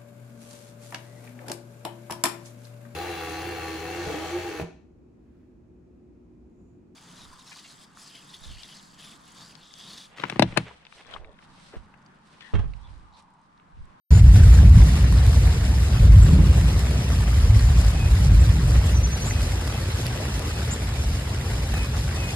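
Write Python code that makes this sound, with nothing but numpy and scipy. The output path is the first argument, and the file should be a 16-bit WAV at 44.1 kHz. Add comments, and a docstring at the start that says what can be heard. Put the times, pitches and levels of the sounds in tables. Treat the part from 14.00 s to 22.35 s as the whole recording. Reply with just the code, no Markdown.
"""Light farmyard rain under an umbrella

Far drops merge into hiss; near ones patter on concrete and leaves and tick on the canopy.
Wind eddies rumble on the microphone, then sink after five seconds and bare a steady low drone.
Small birds whistle, chip and buzz in the trees, with a short diffuse echo."""
import sys
import numpy as np
from scipy import signal
from scipy.fft import rfft, irfft, next_fast_len
from scipy.io import wavfile
from scipy.ndimage import uniform_filter1d, minimum_filter1d, map_coordinates

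SR = 44100
rng = np.random.default_rng(int(sys.argv[2]) if len(sys.argv) > 2 else 0)


def bounce(signal):
    """Save signal as a 16-bit WAV file at the path given by the first command-line argument."""
    frames = np.transpose(np.atleast_2d(signal))
    limited = np.clip(frames, -1, 1)
    pcm = np.round(limited * 32767).astype(np.int16)
    wavfile.write(sys.argv[1], SR, pcm)


N = 368235
TOP_HZ = 13150


def rain(patter_db=3, spray_db=-4.5, crossover_hz=5500):
    """Far rain is a smooth hiss; drops tick on leaves, splat on concrete and throw up fine spray."""
    strength = [(0.2, -36.5), (0.8, -36), (1.35, -37), (1.6, -37.5), (2.6, -37.5), (4.0, -38), (5.5, -37.5),
                (6.7, -37.5), (6.9, -39), (8.3, -38.5)]  # rain strength: (time [s], level [dB])
    hiss = amp(5.8) * rng.standard_normal((2, N))
    ticks = amp(-4) * splashes(count=9000, spread_db=4, decay_s=.0006, crack=.55)
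    splats = amp(1) * splashes(count=2500, spread_db=0, decay_s=.0035, crack=2.8)
    fall = in_yard(patchy(hiss + ticks + splats, depth_db=2.05))
    spray = filtered(fall, lambda hz: 1 - 1 / (1 + (hz / crossover_hz) ** 3))
    patter = fall - spray
    flurries = amp(curve(strength) + .6 * wobble(knots_per_s=36))
    spray_gain = amp(spray_db + 1.25 * wobble(knots_per_s=20))
    return flurries * (amp(patter_db) * unit(patter) + spray_gain * unit(spray))


def splashes(count, spread_db, decay_s, crack, samples=300):
    """Drops at random times: each a tiny ring and crack with its own pitch, decay and direction."""
    when, size, slowness, angle, pitch = rng.random((count, 5)).T[..., None]
    t = np.arange(samples) / SR
    strength = amp(spread_db * np.minimum(-np.log(1 - size), 4))
    ring_hz = 500 + (TOP_HZ - 500) * pitch
    tau_s = decay_s * 2 ** (2 * slowness - 1)
    bursts = np.sin(2 * np.pi * ring_hz * t) + crack * rng.standard_normal((count, samples))
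    bursts *= strength * np.exp(-t / tau_s)
    index = ((when * N).astype(int) + np.arange(samples)).ravel()
    pans = np.cos(2 * np.pi * angle), np.sin(2 * np.pi * angle)
    pair = [np.bincount(index, (bursts * pan).ravel(), N + samples)[:N] for pan in pans]
    return unit(np.array(pair))


def patchy(pair, depth_db):
    """Each band swells and fades by itself, as drops cluster on different surfaces."""
    spectra = signal.stft(pair, nperseg=512)[2]
    field = uniform_filter1d(rng.standard_normal(spectra.shape[1:]), size=3, axis=0)
    field = uniform_filter1d(field, size=4, axis=1)
    return signal.istft(spectra * amp(depth_db * unit(field)), nperseg=512)[1][:, :N]


def in_yard(pair):
    """Two unrelated white signals take the colour and stereo image of the wet yard."""
    spectrum = [(60, -74), (200, 7.5), (320, 3.5), (520, 1.5), (1000, -2.5), (1800, -5), (2600, -5.5),
                (3600, -9), (5000, -12), (6200, -14), (7400, -18.5), (8500, -20.5), (11000, -21),
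                (13000, -26)]  # rain colour: (frequency [Hz], density [dB])
    correlation = [(250, 1), (600, 0.69), (1050, 0.15), (1500, 0.5), (1800, 0.86), (2350, -0.33),
                   (3200, -0.53), (4000, -0.094), (5000, 0.42), (6000, -0.95), (7000, 0.015), (7700, 0.93),
                   (8700, 0.48), (9500, -0.17), (11200, 0.17), (12200, -0.3), (13000, -0.19)]  # stereo width: (frequency [Hz], left-right correlation [-1..1])
    balance = [(250, -0.5), (700, 3), (1800, 0.5), (2700, 0), (4800, -0.8), (7000, 0)]  # stereo lean: (frequency [Hz], left minus right [dB])

    def mid_side_gains(hz):
        width_rad = np.arccos(np.clip(along(correlation, hz), -1, 1)) / 2
        return amp(along(spectrum, hz)) * [np.cos(width_rad), np.sin(width_rad)]

    mid, side = filtered(pair, mid_side_gains)
    ears = np.array([mid + side, mid - side])
    return unit(filtered(ears, lambda hz: amp(np.outer([.5, -.5], along(balance, hz)))))


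def spatters(highpass_hz=3700):
    """Clusters of fine, crisp drops swell and fade."""
    clusters = [(0.308, 0.11, -40), (0.818, 0.09, -42), (1.25, .16, -42), (2.302, 0.062, -54),
                (3.54, 0.063, -41), (3.74, 0.1, -37), (3.85, 0.086, -39), (4.21, 0.086, -38),
                (5.382, 0.07, -39.5), (5.497, 0.065, -43)]  # drop clusters: (time [s], length [s], level [dB])
    fine = in_yard(splashes(count=12000, spread_db=.5, decay_s=.00056, crack=1))
    fine = unit(filtered(fine, lambda hz: 1 - 1 / (1 + (hz / highpass_hz) ** 4)))
    t = np.arange(N) / SR
    return fine * sum(amp(db) * np.sin(np.pi * np.clip((t - start_s) / length_s, 0, 1))
                      for start_s, length_s, db in clusters)


def close_drops(ring_t60_s=.014, crack_t60_s=.0081, tail_t60_s=.05):
    """A close drop rings what it strikes for a few cycles and bursts into a short splash."""
    drops = [(0.365, -32, 754, -28), (0.588, -22.5, 1660, -34), (0.696, -37, 802, -23),
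             (0.965, -40, 900, -27), (1.027, -38, 900, -28), (1.125, -26, 1030, -26),
             (1.265, -38, 900, -24), (1.332, -25.5, 1440, -33), (1.344, -30, 1000, -34),
             (1.964, -25, 837, -36), (2.657, -39, 851, -33), (2.793, -41, 900, -21), (3.208, -28, 834, -27),
             (4.248, -41, 900, -28), (5.31, -20.5, 2050, -37), (5.418, -38, 900, -28),
             (5.52, -27, 2120, -29), (5.675, -27, 1020, -25), (5.983, -36, 2600, -35),
             (6.254, -28, 1730, -32), (6.394, -36, 861, -22), (6.508, -31, 1240, -34),
             (6.678, -28, 1400, -32), (7.412, -29, 1960, -30), (7.739, -22.5, 724, -26),
             (7.742, -23.5, 1780, -29), (7.752, -28, 1250, -30), (8.17, -33, 996, -37)]  # impacts: (time [s], ring [dB], ring [Hz], splash [dB])
    out, t = np.zeros((2, N)), np.arange(SR // 12) / SR
    splash_band = signal.butter(1, [1800, 10500], "band", fs=SR)
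    for start_s, ring_db, ring_hz, splash_db in drops:
        ring = np.sin(2 * np.pi * ring_hz * t) * amp(-60 * t / ring_t60_s)
        burst = signal.lfilter(*splash_band, rng.standard_normal((2, len(t))))
        splash = burst * (amp(-60 * t / crack_t60_s) + amp(-19 - 60 * t / tail_t60_s))
        add(out, start_s, amp(ring_db) * ring + amp(splash_db) * splash)
    return out


def umbrella_ticks(t60_s=.005, crack=.6):
    """A drop on the taut canopy or a rib gives one dry, bright tick."""
    hits = [(6.0666, -20, 4800, -9), (6.0805, -28, 2600, 0), (7.1205, -30, 2400, 2),
            (7.1313, -29.5, 5300, -8)]  # canopy hits: (time [s], level [dB], ring [Hz], left minus right [dB])
    out, t = np.zeros((2, N)), np.arange(SR // 50) / SR
    for start_s, db, ring_hz, pan_db in hits:
        tick = np.sin(2 * np.pi * ring_hz * t) + crack * rng.standard_normal(len(t))
        ear_gains = amp(db + pan_db * np.array([[.5], [-.5]]))
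        add(out, start_s, ear_gains * tick * amp(-60 * t / t60_s))
    return out


def wind():
    """Big eddies rumble on the microphone; small ones flutter above them. Both surge at random."""
    rumble_gusts = [(0.17, -7.5), (0.29, -2), (0.39, -15), (0.52, -9), (0.6, -9.5), (0.68, -3.5), (0.8, -5),
                    (0.89, -14), (1.49, -14.5), (1.58, -19), (1.91, -18), (2.0, -13), (2.08, -6.5),
                    (2.2, -3.5), (2.28, -10.5), (2.4, -13), (2.58, -13), (2.76, -14.5), (2.83, -20),
                    (3.3, -17.5), (3.58, -13.5), (3.82, -13), (3.95, -18), (4.33, -13.5), (4.47, -11),
                    (4.56, -21), (4.76, -10.5), (4.85, -21), (4.97, -14.5), (5.15, -23), (5.45, -23),
                    (5.85, -31), (6.7, -30.5), (7.1, -22), (7.43, -35), (7.55, -24.5), (8.3, -32)]  # big eddies: (time [s], level [dB])
    rumble_spectrum = [(15, -40), (25, -30), (35, -19), (46, -2), (52, 2.5), (61, 4.8), (73, -2),
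                       (108, -3.8), (127, -13.5), (160, -26.5), (250, -35), (500, -90)]  # big eddies: (frequency [Hz], density [dB])
    flutter_gusts = [(0.15, -19.5), (0.45, -23.5), (0.65, -18), (0.85, -23.5), (1.1, -25.5), (1.3, -29),
                     (1.9, -31), (2.1, -21.5), (2.4, -20.5), (2.75, -29), (3.2, -32.5), (3.55, -35),
                     (3.9, -32.5), (4.05, -30), (4.5, -29), (5.35, -35), (5.6, -45.5), (8.3, -41)]  # small eddies: (time [s], level [dB])
    flutter_spectrum = [(90, -35), (130, 0), (156, 0.5), (190, -7), (215, -15), (260, -16.5), (400, -29),
                        (800, -59), (1600, -83)]  # small eddies: (frequency [Hz], density [dB])
    flutter_db = curve(flutter_gusts) + 1.93 * wobble(knots_per_s=12)
    rumble_db = curve(rumble_gusts) + 1.54 * wobble(knots_per_s=9)
    rumble = eddies(rumble_spectrum, rumble_db, side_db=-37.5)
    flutter = eddies(flutter_spectrum, flutter_db, side_db=-21.5)
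    return rumble + flutter


def eddies(spectrum, gust_db, side_db, window_s=.11):
    """Turbulence whose level follows the gust, nearly the same in both ears."""
    mid, side = filtered(rng.standard_normal((2, N)), lambda hz: amp(along(spectrum, hz)))
    running_rms = np.sqrt(np.abs(uniform_filter1d(mid ** 2, int(window_s * SR))) + 1e-12)
    return amp(gust_db) * (mid + amp(side_db) * np.array([side, -side])) / running_rms


def birds():
    """Four voices: a far repeated whistle, one quick twitter, thin calls and buzzy chips."""
    # notes: (time [s], length [s], end pitch [Hz], level [dB], start above end pitch [ratio])
    thin_notes = [(.11, .085, 6980, -40.5, -.02), (.42, .035, 7800, -44, .005),
                  (.525, .04, 6700, -40.5, .08), (2.217, .025, 7830, -36, -.08),
                  (2.246, .028, 7450, -43.5, .04), (2.28, .02, 7750, -46, -.07),
                  (2.324, .012, 7550, -44, -.04), (3.62, .12, 6980, -49, 0), (3.875, .03, 7400, -43.5, .02),
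                  (4.402, .02, 7530, -41, 0)]
    chip_notes = [(5.243, 0.064, 7700, -38.5, -0.16), (6.706, 0.039, 7470, -30.5, -0.091)]
    # notes: same columns, then (phase between ears [rad])
    whistle_notes = [(3.94, .155, 2520, -42.5, .015, 1.2), (5.3, .13, 2510, -45.5, .035, 1.6),
                     (5.68, .12, 2600, -47, .04, 2.0), (6.47, .13, 2500, -46.5, .05, 2.3),
                     (7.715, .16, 2485, -39, .08, 2.7), (8.17, .155, 2485, -38.5, .06, 2.1)]
    twitter_notes = [(4.935, .06, 5940, -35.5, .03, 2.2), (5.02, .056, 5960, -33.5, .04, 3.1),
                     (5.105, .062, 6010, -32.5, .03, 2.7), (5.207, .038, 6020, -34.5, .02, 2.6),
                     (5.29, .04, 6170, -35, .02, 2.4)]
    whistles = sum(sing([note], buzz_depth_hz=20, ear_phase_rad=phase, waver=.011, taper=.35)
                   for *note, phase in whistle_notes)
    twitter = sum(sing([note], buzz_depth_hz=30, ear_phase_rad=phase, taper=1.2)
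                  for *note, phase in twitter_notes)
    thin_calls = sing(thin_notes, buzz_depth_hz=100, ear_phase_rad=1.65)
    chips = sing(chip_notes, buzz_depth_hz=345, ear_phase_rad=1)
    return whistles + twitter + thin_calls + chips


def sing(notes, buzz_depth_hz, ear_phase_rad, waver=.006, taper=.5, buzz_rate_hz=180, tremble_db=1.8):
    """Each note swells as it glides and settles; it wavers, and fast pitch flutter makes it buzz."""
    out = np.zeros((2, N))
    for start_s, length_s, end_hz, db, glide in notes:
        t = np.arange(int(length_s * SR)) / SR
        progress = t / length_s
        jitter = map_coordinates(rng.standard_normal(256), [t * 500], mode="mirror")
        flutter = np.sin(2 * np.pi * buzz_rate_hz * t) + .41 * jitter
        drift, tremble = (map_coordinates(knots, [t * 60], mode="mirror")
                          for knots in rng.standard_normal((2, 32)))
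        glide_hz = end_hz * (1 + glide * (1 - progress) ** 2)
        pitch_hz = (glide_hz + buzz_depth_hz * flutter) * (1 + waver * drift)
        phase_rad = 2 * np.pi * np.cumsum(pitch_hz) / SR + ear_phase_rad * np.array([[.5], [-.5]])
        swell = np.abs(np.sin(np.pi * progress ** 1.2)) ** taper
        add(out, start_s, amp(db + tremble_db * tremble) * np.sqrt(2) * swell * np.sin(phase_rad))
    return out


def echo(x):
    """Trees and barn scatter a short diffuse tail."""
    decay = [(500, 0.31), (3000, 0.099), (9000, 0.49)]  # reverberation: (frequency [Hz], t60 [s])
    hz, t, spectra = signal.stft(rng.standard_normal((2, SR // 2)), SR, nperseg=256)
    tail = signal.istft(spectra * amp(-60 * t / along(decay, hz)[:, None]), SR, nperseg=256)[1]
    return signal.fftconvolve(x, tail / np.linalg.norm(tail[0]), axes=1)[:, :N]


def drone(level_db=-27.5):
    """Steady low noise, the same in both ears."""
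    spectrum = [(30, -34), (48, -16), (61, -2), (70, -2), (82, -0.5), (100, -6), (130, -5), (180, -20.5),
                (230, -20.5), (400, -70)]  # drone colour: (frequency [Hz], density [dB])
    return amp(level_db) * unit(filtered(rng.standard_normal(N), lambda hz: amp(along(spectrum, hz))))


def amp(db):
    """Decibels to gain."""
    return 10 ** (np.asarray(db) / 20)


def unit(x):
    """x at rms 1."""
    return x / np.sqrt(np.mean(x ** 2) + 1e-20)


def along(points, hz):
    """(Hz, value) points read on a log axis."""
    knots_hz, values = np.transpose(points)
    return np.interp(np.log(hz + 1), np.log(knots_hz + 1), values)


def curve(rows):
    """(s, value) rows as one value per sample."""
    return np.interp(np.arange(N) / SR, *np.transpose(rows))


def wobble(knots_per_s):
    """Smooth random curve."""
    knots = rng.standard_normal(int(N * knots_per_s / SR) + 4)
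    return map_coordinates(knots, [np.arange(N) * knots_per_s / SR])


def filtered(x, response):
    """Zero-phase filter with gain response(hz)."""
    size = next_fast_len(N + SR // 2)
    return irfft(rfft(x, size) * response(np.fft.rfftfreq(size, 1 / SR)), size)[..., :N]


def add(track, start_s, sound):
    """Mix a stereo sound into the track."""
    part = track[:, max(round(start_s * SR), 0):][:, :sound.shape[1]]
    part += sound[:, :part.shape[1]]


def limited(x, ceiling, hold_s):
    """The gain ducks smoothly around every peak above the ceiling."""
    gain = np.minimum(1, ceiling / (np.abs(x).max(axis=0) + 1e-9))
    width = max(int(hold_s * SR), 2)
    return x * uniform_filter1d(minimum_filter1d(gain, width), width)


def scene():
    """Rain all round, birds beyond it, wind at the microphone."""
    song = birds()
    far_song = song + amp(-10) * echo(song)
    return rain() + spatters() + close_drops() + umbrella_ticks() + far_song + wind() + drone()


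def record(dry):
    """The recorder opens after a moment, limits the gusts and cuts everything above TOP_HZ."""
    start_s, fade_s = .105, .003
    fade_in = np.clip((np.arange(N) / SR - start_s) / fade_s, 0, 1)
    held = limited(dry * fade_in, ceiling=.92, hold_s=.03)
    return filtered(held, lambda hz: hz < TOP_HZ)


dry = scene()
out = record(dry)
bounce(out)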